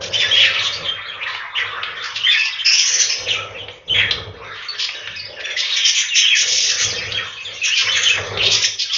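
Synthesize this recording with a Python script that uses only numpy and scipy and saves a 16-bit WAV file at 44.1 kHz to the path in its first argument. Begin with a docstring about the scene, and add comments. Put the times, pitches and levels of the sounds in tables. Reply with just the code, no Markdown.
"""A flock of budgerigars chatters in a bare plastered aviary, close to a phone.
From the start wings whirr, as noise bands shaped by wingbeats, and near birds scold in buzzing partials and puffs.
Farther birds mutter, warble and twitter beneath, as crowds of short gliding notes that swell and sink.
Soon near birds add contact calls and chirps, made as frequency-modulated whistles with an overtone.
Later beaks and claws tick, as ringing noise bursts; the walls answer with decaying noise tails."""
import sys
import numpy as np
from scipy import signal
from scipy.fft import rfft, irfft, next_fast_len
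from scipy.io import wavfile
from scipy.ndimage import uniform_filter1d, minimum_filter1d, map_coordinates

SR = 44100
rng = np.random.default_rng(int(sys.argv[2]) if len(sys.argv) > 2 else 0)


def to_wav(sig):
    """Store sig (one row per channel, or 1-D mono) as 16-bit WAV at the path in sys.argv[1].

    Samples outside -1..1 are clipped; the rate is SR.
    """
    pcm = np.clip(np.atleast_2d(sig), -1, 1) * 32767
    pcm = np.round(pcm).astype(np.int16)
    wavfile.write(sys.argv[1], SR, pcm.T)  # frames by channels


N = 395577


def amp(db):
    """Level law: decibels to amplitude gain."""
    return 10 ** (np.asarray(db) / 20)


def unit(x):
    """Normalization: x at rms 1."""
    return x / np.sqrt(np.mean(x ** 2) + 1e-20)


def along(points, hz):
    """Interpolation of (f/Hz, value) points on a logarithmic frequency axis."""
    f, v = np.transpose(points)
    return np.interp(np.log(hz + 1), np.log(f + 1), v)


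def curves(rows):
    """Linear interpolation: one value per sample for each column after the time."""
    s, *cols = np.transpose(rows)
    return [np.interp(np.arange(N) / SR, s, c) for c in cols]


def wobble(rate, size):
    """Low-pass random process: a smooth curve through rate random knots a second."""
    knots = rng.standard_normal(int(size * rate / SR) + 4)
    return map_coordinates(knots, [np.arange(size) * rate / SR + 1])


def filtered(x, response):
    """Linear filtering: the spectrum of x times a response of frequency."""
    m = next_fast_len(len(x) + 8192)
    spectrum = rfft(x, m) * response(np.fft.rfftfreq(m, 1 / SR))
    return irfft(spectrum, m)[:len(x)]


def noise(spectrum):
    """Spectral shaping: white noise coloured by (f/Hz, level/dB) points, at rms 1."""
    return unit(filtered(rng.standard_normal(N), lambda hz: amp(along(spectrum, hz))))


def narrow(centre_hz, width_hz, size):
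    """Quadrature modulation: narrow-band noise about a centre that may move, at rms 1."""
    phase = 2 * np.pi * np.cumsum(centre_hz) / SR
    return unit(wobble(width_hz, size) * np.cos(phase) + wobble(width_hz, size) * np.sin(phase))


def resonate(x, hz, width_hz):
    """Resonance: two equal resonators in series, width_hz each, for steeper skirts."""
    b, a = signal.iirpeak(min(hz, SR / 4), hz / width_hz, SR)
    return signal.lfilter(b, a, signal.lfilter(b, a, x))


def add(track, s, sound):
    """Superposition: mix a sound into the track at time s."""
    start = max(0, round(s * SR))
    part = track[start:start + len(sound)]
    part += sound[:len(part)]


def syllable(length, attack, release):
    """Amplitude envelope: times and outline of one syllable, with a soft start and end."""
    t = np.arange(int((length + (attack + release) / 2) * SR)) / SR
    edges = np.clip(t / attack, 0, 1) * np.clip((t[-1] - t) / release, 0, 1)
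    return t, np.sin(edges * np.pi / 2) ** 2


def note(length, start_hz, middle_hz, end_hz, rough, swell=.005, overtone_db=-30, swing_hz=560, flutter_db=4):
    """Frequency modulation: a slower buzz of the syrinx membranes shakes a whistle's pitch and level."""
    t, outline = syllable(length, attack=swell + 0.026 * rough, release=0.0063)
    # a parabola through the three pitches
    arc = np.polyfit([0, .5, 1], [start_hz, middle_hz, end_hz], 2)
    glide = np.polyval(arc, np.minimum(t / length, 1))
    buzz_hz = rng.uniform(278.9, 511.0) * np.exp(0.2462 * wobble(200, len(t)))
    buzz = np.sin(2 * np.pi * np.cumsum(buzz_hz) / SR)
    shake = rough * swing_hz * (buzz + 0.7 * wobble(1000, len(t))) + 45 * wobble(160, len(t))
    phase = 2 * np.pi * np.cumsum(glide + shake) / SR
    strength = amp(flutter_db * rough * buzz + 1.7 * wobble(170, len(t)))
    whistle = np.sin(phase) + amp(overtone_db) * np.sin(2 * phase)
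    return outline * unit(strength * whistle)


def flight_effort(takeoff_s=.07, easing_db_per_s=6.5, settle_db_per_s=85):
    """Power summation: thrust and whirr of all flights, and their power-weighted whirr pitch."""
    # flights: t/s, length before settling/s, air thrust level/dB, feather whirr level/dB, whirr centre f/Hz
    flights = [(-.05, 0.5655, -39, -32, 553.9), (0.546, 0.17, -42, -39, 555.1),
               (0.735, 0.12, -38.5, -35, 547.1), (1.024, .32, -53.5, -44, 554),
               (1.552, .45, -49, -41, 486.5), (2.098, .15, -51, -51.5, 587.4),
               (2.679, 0.082, -59, -51, 600), (2.88, 0.41, -54, -40, 492.3), (3.167, .52, -42, -34, 508.4),
               (3.859, 0.4044, -33, -33.5, 457.8), (4.292, 0.196, -46, -39, 440.5),
               (4.682, 0.091, -59, -46.5, 413.8), (4.898, 0.1274, -63.5, -42.5, 586),
               (5.02, 0.28, -47.5, -53, 560), (5.243, .3, -62, -38, 584.3),
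               (5.621, .12, -75.5, -49.5, 567.7), (6.388, 0.16, -51, -39, 510),
               (6.602, 0.35, -49, -40.5, 490), (6.8, .38, -36, -36, 481.7),
               (7.418, .16, -50.5, -43.5, 524.7), (7.792, .3, -44, -38.5, 487.6),
               (8.12, .15, -35.5, -29.5, 460), (8.271, 0.21, -32, -27.5, 395)]
    s, length, thrust_db, whirr_db, hz = np.transpose(flights)[:, :, None]
    # perched birds ruffling their feathers
    fidget_thrust_db, fidget_whirr_db, fidget_hz = -67, -62, 550
    clock = np.arange(0, N / SR, .005)
    t = clock - s
    # a bird works less once it is airborne, then its wings die away
    fade_db = easing_db_per_s * np.clip(t, 0, length) + settle_db_per_s * np.maximum(t - length, 0)
    effort = np.clip(t / takeoff_s, 0, 1) * amp(-fade_db)
    thrust_power = np.sum((effort * amp(thrust_db)) ** 2, axis=0) + amp(fidget_thrust_db) ** 2
    each = (effort * amp(whirr_db)) ** 2
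    fidget = amp(fidget_whirr_db) ** 2
    whirr_power = each.sum(axis=0) + fidget
    pitch = (np.sum(each * hz, axis=0) + fidget * fidget_hz) / whirr_power
    return curves(np.column_stack([clock, np.sqrt(thrust_power), np.sqrt(whirr_power), pitch]))


def wings(beat_hz=17, beat_db=1.5):
    """Amplitude modulation: wingbeats push air and brush the feathers, which also whirr in a narrow band."""
    # spectrum of the pushed air: f/Hz, relative level/dB
    thrust_spectrum = [(20, -36.5), (48, -11), (66, -9), (88, -4), (103, 6), (130, -16), (160, -7.5),
                       (230, -17.5), (400, -21), (900, -84)]
    # spectrum of the brushed feathers: f/Hz, relative level/dB
    feather_spectrum = [(120, -35.5), (280, -12.5), (390, -1), (520, 5.5), (700, -3.5), (1000, -8),
                        (2000, -16), (6000, -40.5), (9000, -76.5)]
    thrust, brush, whirr_hz = flight_effort()
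    beats = np.sin(2 * np.pi * np.cumsum(beat_hz * np.exp(0.24 * wobble(18, N))) / SR)
    stroke = unit(amp(beat_db * beats))
    hum = amp(-5.0) * narrow(whirr_hz, width_hz=87, size=N)
    rustle = amp(-2.0) * stroke * noise(feather_spectrum)
    return thrust * np.sqrt(stroke) * noise(thrust_spectrum) + brush * (hum + rustle)


def scold_syllables(period_s=0.061, step_down_db=0.02, wander=0.02382):
    """Periodic repetition: one syllable or several evenly spaced, nearly steady in level, wandering in pitch."""
    # scolding runs: t/s, syllables, syllable length/s, lower partial f/Hz, its level/dB,
    # upper partial f/Hz, its level/dB, harshness (0-1); levels before the mix
    runs = [(0, 1, 0.068, 3220, -27.5, 5560, -28, 0.98), (0.129, 2, 0.035, 2900, -20.5, 5370, -24.5, .6),
            (0.34, 2, 0.068, 2923, -20, 4860, -30.5, .85), (0.622, 1, 0.058, 3367, -26, 5410, -28.5, 1),
            (0.727, 1, 0.024, 3600, -45, 4760, -25, .4), (1.269, 2, .05, 3100, -30.5, 4750, -55, .9),
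            (1.58, 1, 0.036, 2700, -30.5, 4680, -38, 1), (2.031, 1, .04, 2694, -28.5, 4790, -29, .9),
            (2.155, 1, 0.026, 3056, -20.5, 4650, -27.5, .9), (2.313, 3, 0.044, 2570, -35, 4980, -24.5, .6),
            (2.654, 1, .045, 2644, -14, 5335, -9.5, .25), (2.716, 2, .046, 2910, -20, 5554, -13, .45),
            (2.86, 3, 0.041, 2990, -24, 5985, -12, 0.5), (3.093, 1, 0.044, 2570, -22, 5220, -16.5, .3),
            (3.299, 1, 0.055, 2600, -30.5, 6180, -31, .7), (4.553, 2, 0.048, 2880, -35, 4700, -64.5, 0.83),
            (4.789, 1, 0.069, 3340, -23.5, 4880, -23.5, 0.7),
            (5.161, 1, 0.019, 2516, -28, 4930, -29.5, 0.2), (5.404, 1, 0.012, 2784, -22, 4504, -34.5, .7),
            (5.449, 2, 0.013, 2650, -23.5, 5800, -30.5, .25), (5.575, 1, .042, 3390, -19, 5160, -21, 0.8),
            (5.628, 2, 0.061, 3320, -23, 4700, -36.5, 1), (5.772, 1, 0.0049, 3005, -9.5, 5770, -9.5, 1),
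            (5.85, 1, 0.051, 3020, -15, 5490, -12, 0.7), (5.945, 1, 0.075, 2890, -19.5, 6270, -16.5, .75),
            (6.148, 1, .055, 3065, -13.5, 5680, -12, 0.7), (6.36, 1, 0.071, 2980, -16.5, 6020, -11.5, .9),
            (6.464, 4, 0.074, 3337, -22.5, 5780, -16, .95), (6.793, 1, 0.06, 3100, -22.5, 6250, -14.5, .7),
            (7.641, 1, 0.056, 3050, -19, 5940, -17.5, 0.7), (7.761, 1, 0.06, 3083, -16.5, 5005, -18.5, .9),
            (7.961, 3, 0.022, 3053, -20.5, 6260, -16, .5), (8.423, 1, 0.055, 3326, -16.5, 4480, -29, 1),
            (8.509, 1, 0.049, 3593, -17, 5360, -12.5, 1), (8.624, 1, 0.038, 3304, -16.5, 5650, -12.5, 0.8),
            (8.792, 1, 0.046, 3422, -22, 5050, -19.5, .7), (8.932, 1, .067, 3160, -18.5, 5020, -17, .7)]
    for s, count, length, low_hz, low_db, high_hz, high_db, harsh in runs:
        for k in range(round(count)):
            pitch = np.exp(wander * rng.uniform(-1.03, 1))
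            drop_db = step_down_db * k
            low = low_hz * pitch, low_db - drop_db
            high = high_hz * pitch, high_db - drop_db
            yield s + k * period_s, length, low, high, harsh


def rasps(pulse_hz=340, jitter=.3, hiss=0.64, chaos_hz=620, puff_share=0.62):
    """Source and filter: two lurching partials break into uneven resonant puffs as harshness grows."""
    # what throat and beak pass: f/Hz, gain level/dB
    vocal_response = [(300, -48), (1000, -33.5), (1500, -6), (1900, 0.5), (3500, 2), (4300, 3),
                      (5300, -0.5), (6800, -4), (7500, -13.5)]
    out = np.zeros(N)
    for s, length, low, high, harsh in scold_syllables():
        attack = .016 + .024 * harsh  # harsh calls swell more slowly
        t, outline = syllable(length, attack, release=0.0099)
        cycles = np.cumsum(pulse_hz * np.exp(jitter * wobble(250, len(t)))) / SR
        puffs = unit(np.diff(np.floor(cycles), prepend=0)) + hiss * rng.standard_normal(len(t))
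        buzz = np.sin(2 * np.pi * cycles)
        broken = np.clip(puff_share * harsh, 0, 1)
        outline = outline * unit(amp(2.3 * wobble(150, len(t))))
        for hz, db in (low, high):
            sway = 0.87 * buzz + 0.5904 * wobble(190.25, len(t)) + 0.61 * wobble(1200, len(t))
            phase = 2 * np.pi * np.cumsum(hz + harsh * chaos_hz * sway) / SR
            shrill = unit(amp(0.53 * buzz) * np.sin(phase))
            crackle = unit(resonate(puffs, hz, width_hz=2080))
            blend = np.sqrt(1 - broken) * shrill + np.sqrt(broken) * crackle
            add(out, s - attack / 2, amp(db) * outline * blend)
    return filtered(out, lambda hz: amp(along(vocal_response, hz)))


def warble(centre_hz, spread, rough, count):
    """Random superposition: many short notes of scattered time, pitch, glide and level, at rms 1."""
    out = np.zeros(N)
    for k, (when, span, pitch, bend, fall, size) in enumerate(rng.uniform(-1, 1, (count, 6))):
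        hz = centre_hz * np.exp(spread * pitch)
        length = .028 * np.exp(.55 * span)
        sound = note(length, hz * np.exp(0.1435 * bend), hz, hz * np.exp(.14 * fall), rough)
        add(out, (k + when) / count * N / SR, amp(2 * size) * sound)
    return unit(out)


def far_level(rows, limit_db=-23.5):
    """Level addition: one far voice's gain, capped by distance, then sinking in the lulls that all share."""
    # lulls, when the far birds fall quiet together: centre t/s, half width to 1/e of the dip/s, level/dB
    lulls = [(0.089, 0.024, -4.5), (1.5, .03, -11), (2.559, 0.091, -7.5), (3.22, 0.048, -1),
             (3.81, 0.045, -14), (4.281, 0.053, -22), (5.26, 0.072, -5), (6.098, 0.047, -13),
             (6.52, .1, -6), (8.741, 0.09, -26)]
    t = np.arange(N) / SR
    lull_db = sum(db * np.exp(-((t - s) / width) ** 2) for s, width, db in lulls)
    return amp(np.minimum(curves(rows)[0], limit_db) + lull_db)


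def flock(warble_db=-1.0, mutter_db=0, twitter_db=1):
    """Band superposition: farther birds mutter low, warble in the middle and twitter above."""
    # the far flock's warble, before the distance cap: t/s, level/dB
    warble_rows = [(0.0, -30), (0.2, -30), (0.35, -22.5), (0.82, -29.5), (1.5, -32), (2.8, -20.5),
                   (3.92, -48.5), (4.07, -24), (4.19, -49), (4.4, -37), (4.77, -31.5), (5.4, -31),
                   (5.79, -27), (6.32, -9.5), (7.45, -35), (7.67, -26), (7.79, -28), (7.97, -11),
                   (8.22, -32.5), (8.59, -20.5), (8.74, -21), (8.97, -43)]
    # its low mutter, before the distance cap: t/s, level/dB
    mutter_rows = [(0.0, -34), (0.35, -39), (0.6, -25.5), (0.7, -37.5), (1.55, -29), (2.72, -40.5),
                   (3.32, -38), (3.37, -42), (3.82, -73), (4.0, -33), (4.32, -41.5), (4.45, -32.5),
                   (5.5, -59.5), (5.57, -38), (6.64, -47.5), (6.85, -29), (6.87, -48.5), (7.22, -31),
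                   (7.39, -48.5), (7.77, -45), (7.79, -31), (8.57, -37), (8.67, -42), (8.97, -41)]
    # its high twitter, before the distance cap: t/s, level/dB
    twitter_rows = [(0.0, -32.5), (0.62, -34.5), (1.0, -66), (1.87, -51.5), (2.25, -41), (2.7, -45.5),
                    (2.85, -17), (2.97, -12), (3.49, -56.5), (4.52, -53), (4.8, -45), (5.52, -48.5),
                    (5.84, -27.5), (6.27, -45), (6.57, -17), (6.75, -15.5), (7.22, -46.5), (7.52, -39.5),
                    (7.87, -24.5), (8.42, -43.5), (8.59, -31), (8.97, -54)]
    middle = far_level(warble_rows) * warble(centre_hz=2520, spread=.4, rough=.3, count=500)
    low = far_level(mutter_rows) * warble(centre_hz=1376.5, spread=.32, rough=.2, count=440)
    high = far_level(twitter_rows) * warble(centre_hz=4940, spread=.24, rough=.35, count=440)
    return amp(warble_db) * middle + amp(mutter_db) * low + amp(twitter_db) * high


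def chirp(length, hz, glide, rough, arch=0.0331, swell_s=0.0059):
    """Frequency glide: a note changes by glide octaves, its middle pitch arch octaves above hz."""
    start_hz, end_hz = hz * 2 ** (-glide / 2), hz * 2 ** (glide / 2)
    return note(length, start_hz, hz * 2 ** arch, end_hz, rough, swell=min(swell_s, length / 3))


def chirps():
    """Time and pitch scaling: near contact calls are forms of one shape, joined by single chirps."""
    # contact calls: t/s, stretch in time, pitch f/Hz, factor on the second note's pitch,
    # level before the mix/dB, roughness (0-1)
    contact_calls = [(.138, 0.82, 3006, 1.17, -16, 0.56), (.308, 1.2, 3180, 0.93, -12, .8),
                     (2.233, 1.03, 3026, 1.15, -13.5, .35), (3.894, 1.05, 3044, 1.08, -14, 0.61),
                     (6.212, 1.15, 3047, 1.06, -15, 0.22), (7.145, 0.37, 3165, 1.02, -18, 0.18),
                     (7.882, 0.72, 2978, 1.16, -16.5, 0.8)]
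    # the shared call, two high notes and a falling slur: delay before stretch/s, length before stretch/s,
    # start, middle and end pitch over the call's pitch, relative level/dB, share of the call's roughness
    call_shape = [(0, .037, .94, 1.03, 1.02, 0, .15), (.041, .06, 1.01, 1.01, .99, -1.5, .3),
                  (.068, .048, .86, .8, .73, -2.5, .85), (.108, .038, .68, .6, .57, -6, .2)]
    # single chirps: t/s, length/s, pitch before the arch f/Hz, glide/octaves,
    # level before the mix/dB, roughness (0-1)
    single_chirps = [(0.394, 0.042, 3222, -0.069, -13.5, 0.22), (0.535, 0.047, 2755, -0.17, -18, 0.65),
                     (0.581, 0.046, 3480, -0.29, -20.5, 0.57), (0.638, 0.034, 3470, -0.11, -17, 0.5),
                     (0.846, 0.031, 3170, -0.069, -21.5, 0.43), (0.884, 0.018, 3143, 0, -15, 0.09),
                     (1.085, .027, 3180, -.05, -27, 0), (1.204, 0.033, 2187, .55, -23, 0.6),
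                     (1.263, 0.021, 1860, -0.031, -21.5, 0.16), (1.395, 0.027, 1660, -0.34, -29.5, 0.14),
                     (1.55, 0.039, 2847, 0.34, -19, 0.3), (1.575, 0.051, 2012, -0.078, -18, 0.31),
                     (2.268, 0.013, 2027, -0.25, -14, 0.05), (2.374, 0.056, 2580, -0.093, -17.5, 0.03),
                     (2.451, 0.03, 2650, 0.013, -21, 0.26), (2.522, 0.023, 3640, -0.15, -27, 0.16),
                     (2.583, 0.034, 2985, .05, -19.5, 0.38), (3.256, 0.03, 2756, -0.41, -23.5, 0.49),
                     (3.28, 0.038, 3334, -0.38, -16.5, 0.47), (3.317, 0.043, 2730, -0.44, -21.5, 0.48),
                     (3.347, 0.12, 1274, -0.081, -33, 0), (3.385, 0.05, 2467, 0, -30, .1),
                     (3.547, 0.031, 2610, -.25, -30.5, 0.16), (3.583, 0.043, 3140, -0.14, -29, 0.25),
                     (3.877, 0.017, 3370, -.1, -27.5, 0.33), (3.938, 0.059, 2126, -0.24, -18.5, 0.5),
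                     (4.686, 0.013, 4430, 0.013, -19.5, 0.1), (4.95, 0.017, 3650, .05, -28.5, 0.1),
                     (5.184, .022, 4580, -0.04, -26.5, 0.36), (5.251, 0.011, 4710, 0.2, -25.5, 0.05),
                     (5.44, 0.013, 3270, 0.19, -23, 0.06), (5.505, 0.013, 3380, -.1, -23, 0.03),
                     (5.5, 0.013, 2060, 0.055, -29, 0.14), (5.567, 0.0091, 1873, .15, -17, 0.07),
                     (5.702, 0.038, 3750, -0.042, -20, 0.4), (5.77, 0.063, 3220, -0.31, -19.5, .5),
                     (5.836, 0.028, 3104, -0.079, -14, 0.08), (6.084, 0.017, 3680, -0.06, -21.5, 0.25),
                     (6.106, .045, 2730, -.15, -18.5, 0.14), (6.25, .039, 2936, .4, -14.5, 0.1),
                     (6.316, 0.028, 2544, -.12, -16.5, 0.11), (6.841, 0.037, 3320, 0, -22.5, 0.02),
                     (6.966, 0.033, 2500, 0.085, -26.5, 0.14), (7.37, 0.065, 2528, 0.035, -30, 0.13),
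                     (7.448, .04, 3400, -0.24, -26.5, 0.18), (7.617, 0.042, 2523, -0.077, -18.5, .05),
                     (7.703, 0.045, 2760, 0.33, -17.5, 0.11), (7.763, 0.017, 2435, -0.087, -18.5, 0),
                     (7.863, 0.026, 2350, -.6, -18.5, 0.42), (7.981, 0.018, 1840, -0.044, -27, 0),
                     (8.04, 0.025, 3290, 0.15, -18, 0.22), (8.059, 0.024, 2985, 0, -11, 0.22),
                     (8.097, 0.018, 2460, 0.14, -11.5, 0), (8.123, 0.062, 2187, -0.74, -22.5, 0.66),
                     (8.387, .036, 2800, -0.27, -16, 0.39), (8.415, 0.033, 2780, .3, -21, 0.43),
                     (8.636, .014, 2520, -0.92, -18, 0.02), (8.896, 0.032, 3050, .4, -21.5, 0.2)]
    out = np.zeros(N)
    for s, stretch, call_hz, step, db, rough in contact_calls:
        for k, (delay, length, start, middle, end, note_db, share) in enumerate(call_shape):
            hz = call_hz * step if k == 1 else call_hz
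            sound = note(stretch * length, hz * start, hz * middle, hz * end, rough * share)
            add(out, s + stretch * delay, amp(db + note_db) * sound)
    for s, length, hz, glide, db, rough in single_chirps:
        add(out, s - .004, amp(db) * chirp(length, hz, glide, rough))
    return out


def ticks(t60=0.028, reach=1.47):
    """Damped resonance: bursts ring briefly; the wooden perches dull what lies far above the ring."""
    # ticks of beaks and claws, and at 5.5 s the sharp onset of a short chirp:
    # t/s, relative level/dB, ring f/Hz
    taps = [(1.3471, -16, 2117), (1.8312, -12, 2670), (1.84, -25, 2680), (3.682, -23, 2820),
            (4.109, -6, 3440), (4.743, -36.5, 4450), (4.8881, -18, 2320), (5.073, -16, 2530),
            (5.5015, -28.5, 3370), (6.931, -26, 1830), (7.1193, -12.5, 3394), (8.1747, -19, 1560),
            (8.372, -14, 3120)]
    out, t = np.zeros(N), np.arange(SR // 10) / SR
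    for s, db, hz in taps:
        ring = resonate(rng.standard_normal(len(t)), hz, width_hz=2900)
        b, a = signal.butter(6, min(reach * hz, SR / 3), fs=SR)
        ring = unit(signal.lfilter(b, a, ring))
        outline = amp(-60 * t / t60) * (1 - np.exp(-t / 0.0022))
        add(out, s, amp(db - 6.0) * ring * outline / outline.max())
    return out


def walls(x, uneven=0.31):
    """Reverberation by convolution: overlapping half-second pieces each meet a new decaying noise tail."""
    # decay of the bare walls before the scatter between bands: f/Hz, T60/s
    decay_times = [(100, 0.17), (500, 0.53), (2500, 0.34), (5000, 0.34), (8000, 0.34)]
    out, hop = np.zeros(N), SR // 4
    # each narrow band has its own decay time, so some pitches linger
    linger = np.exp(uneven * np.clip(rng.standard_normal((257, 1)), -2, 2))
    for start in range(0, N, hop):
        hz, t, z = signal.stft(rng.standard_normal(SR // 2), SR, nperseg=512)
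        decay = amp(-60 * t / (linger * along(decay_times, hz)[:, None]))
        tail = signal.istft(z * decay, SR, nperseg=512)[1]
        tail = tail / np.linalg.norm(tail)
        piece = x[start:start + 2 * hop] * np.hanning(2 * hop)[:N - start]
        add(out, start / SR + .004, signal.fftconvolve(piece, tail))
    return out


def scene():
    """Direct and reverberant fields: the far flock is weaker in the direct sound than in the room's."""
    # spectrum of the still air: f/Hz, relative level/dB
    air_spectrum = [(20, 0.5), (100, -2.5), (250, -8), (500, -6.5), (2000, -16.5), (6000, -25),
                    (9000, -61.5)]
    calls, scolding, taps, far = chirps(), rasps(), ticks(), flock()
    direct = amp(-2.0) * calls + amp(-2.5) * scolding + amp(1.5) * taps + amp(-6) * far
    room = walls(amp(-2.5) * calls + amp(-2.0) * scolding + amp(2.5) * taps + amp(-2.5) * far)
    return direct + room + wings() + amp(-59) * noise(air_spectrum)


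def record(dry, ceiling=.92, top_hz=7160):
    """Limiting and low-pass filtering: the phone ducks the highest peaks and cuts steeply above top_hz."""
    needed = 1 / np.maximum(np.abs(dry) / ceiling, 1)
    gain = uniform_filter1d(minimum_filter1d(needed, size=400), size=400)
    return filtered(dry * gain, lambda hz: 1 / np.sqrt(1 + (hz / top_hz) ** 140))


dry = scene()
out = record(dry)
to_wav(out)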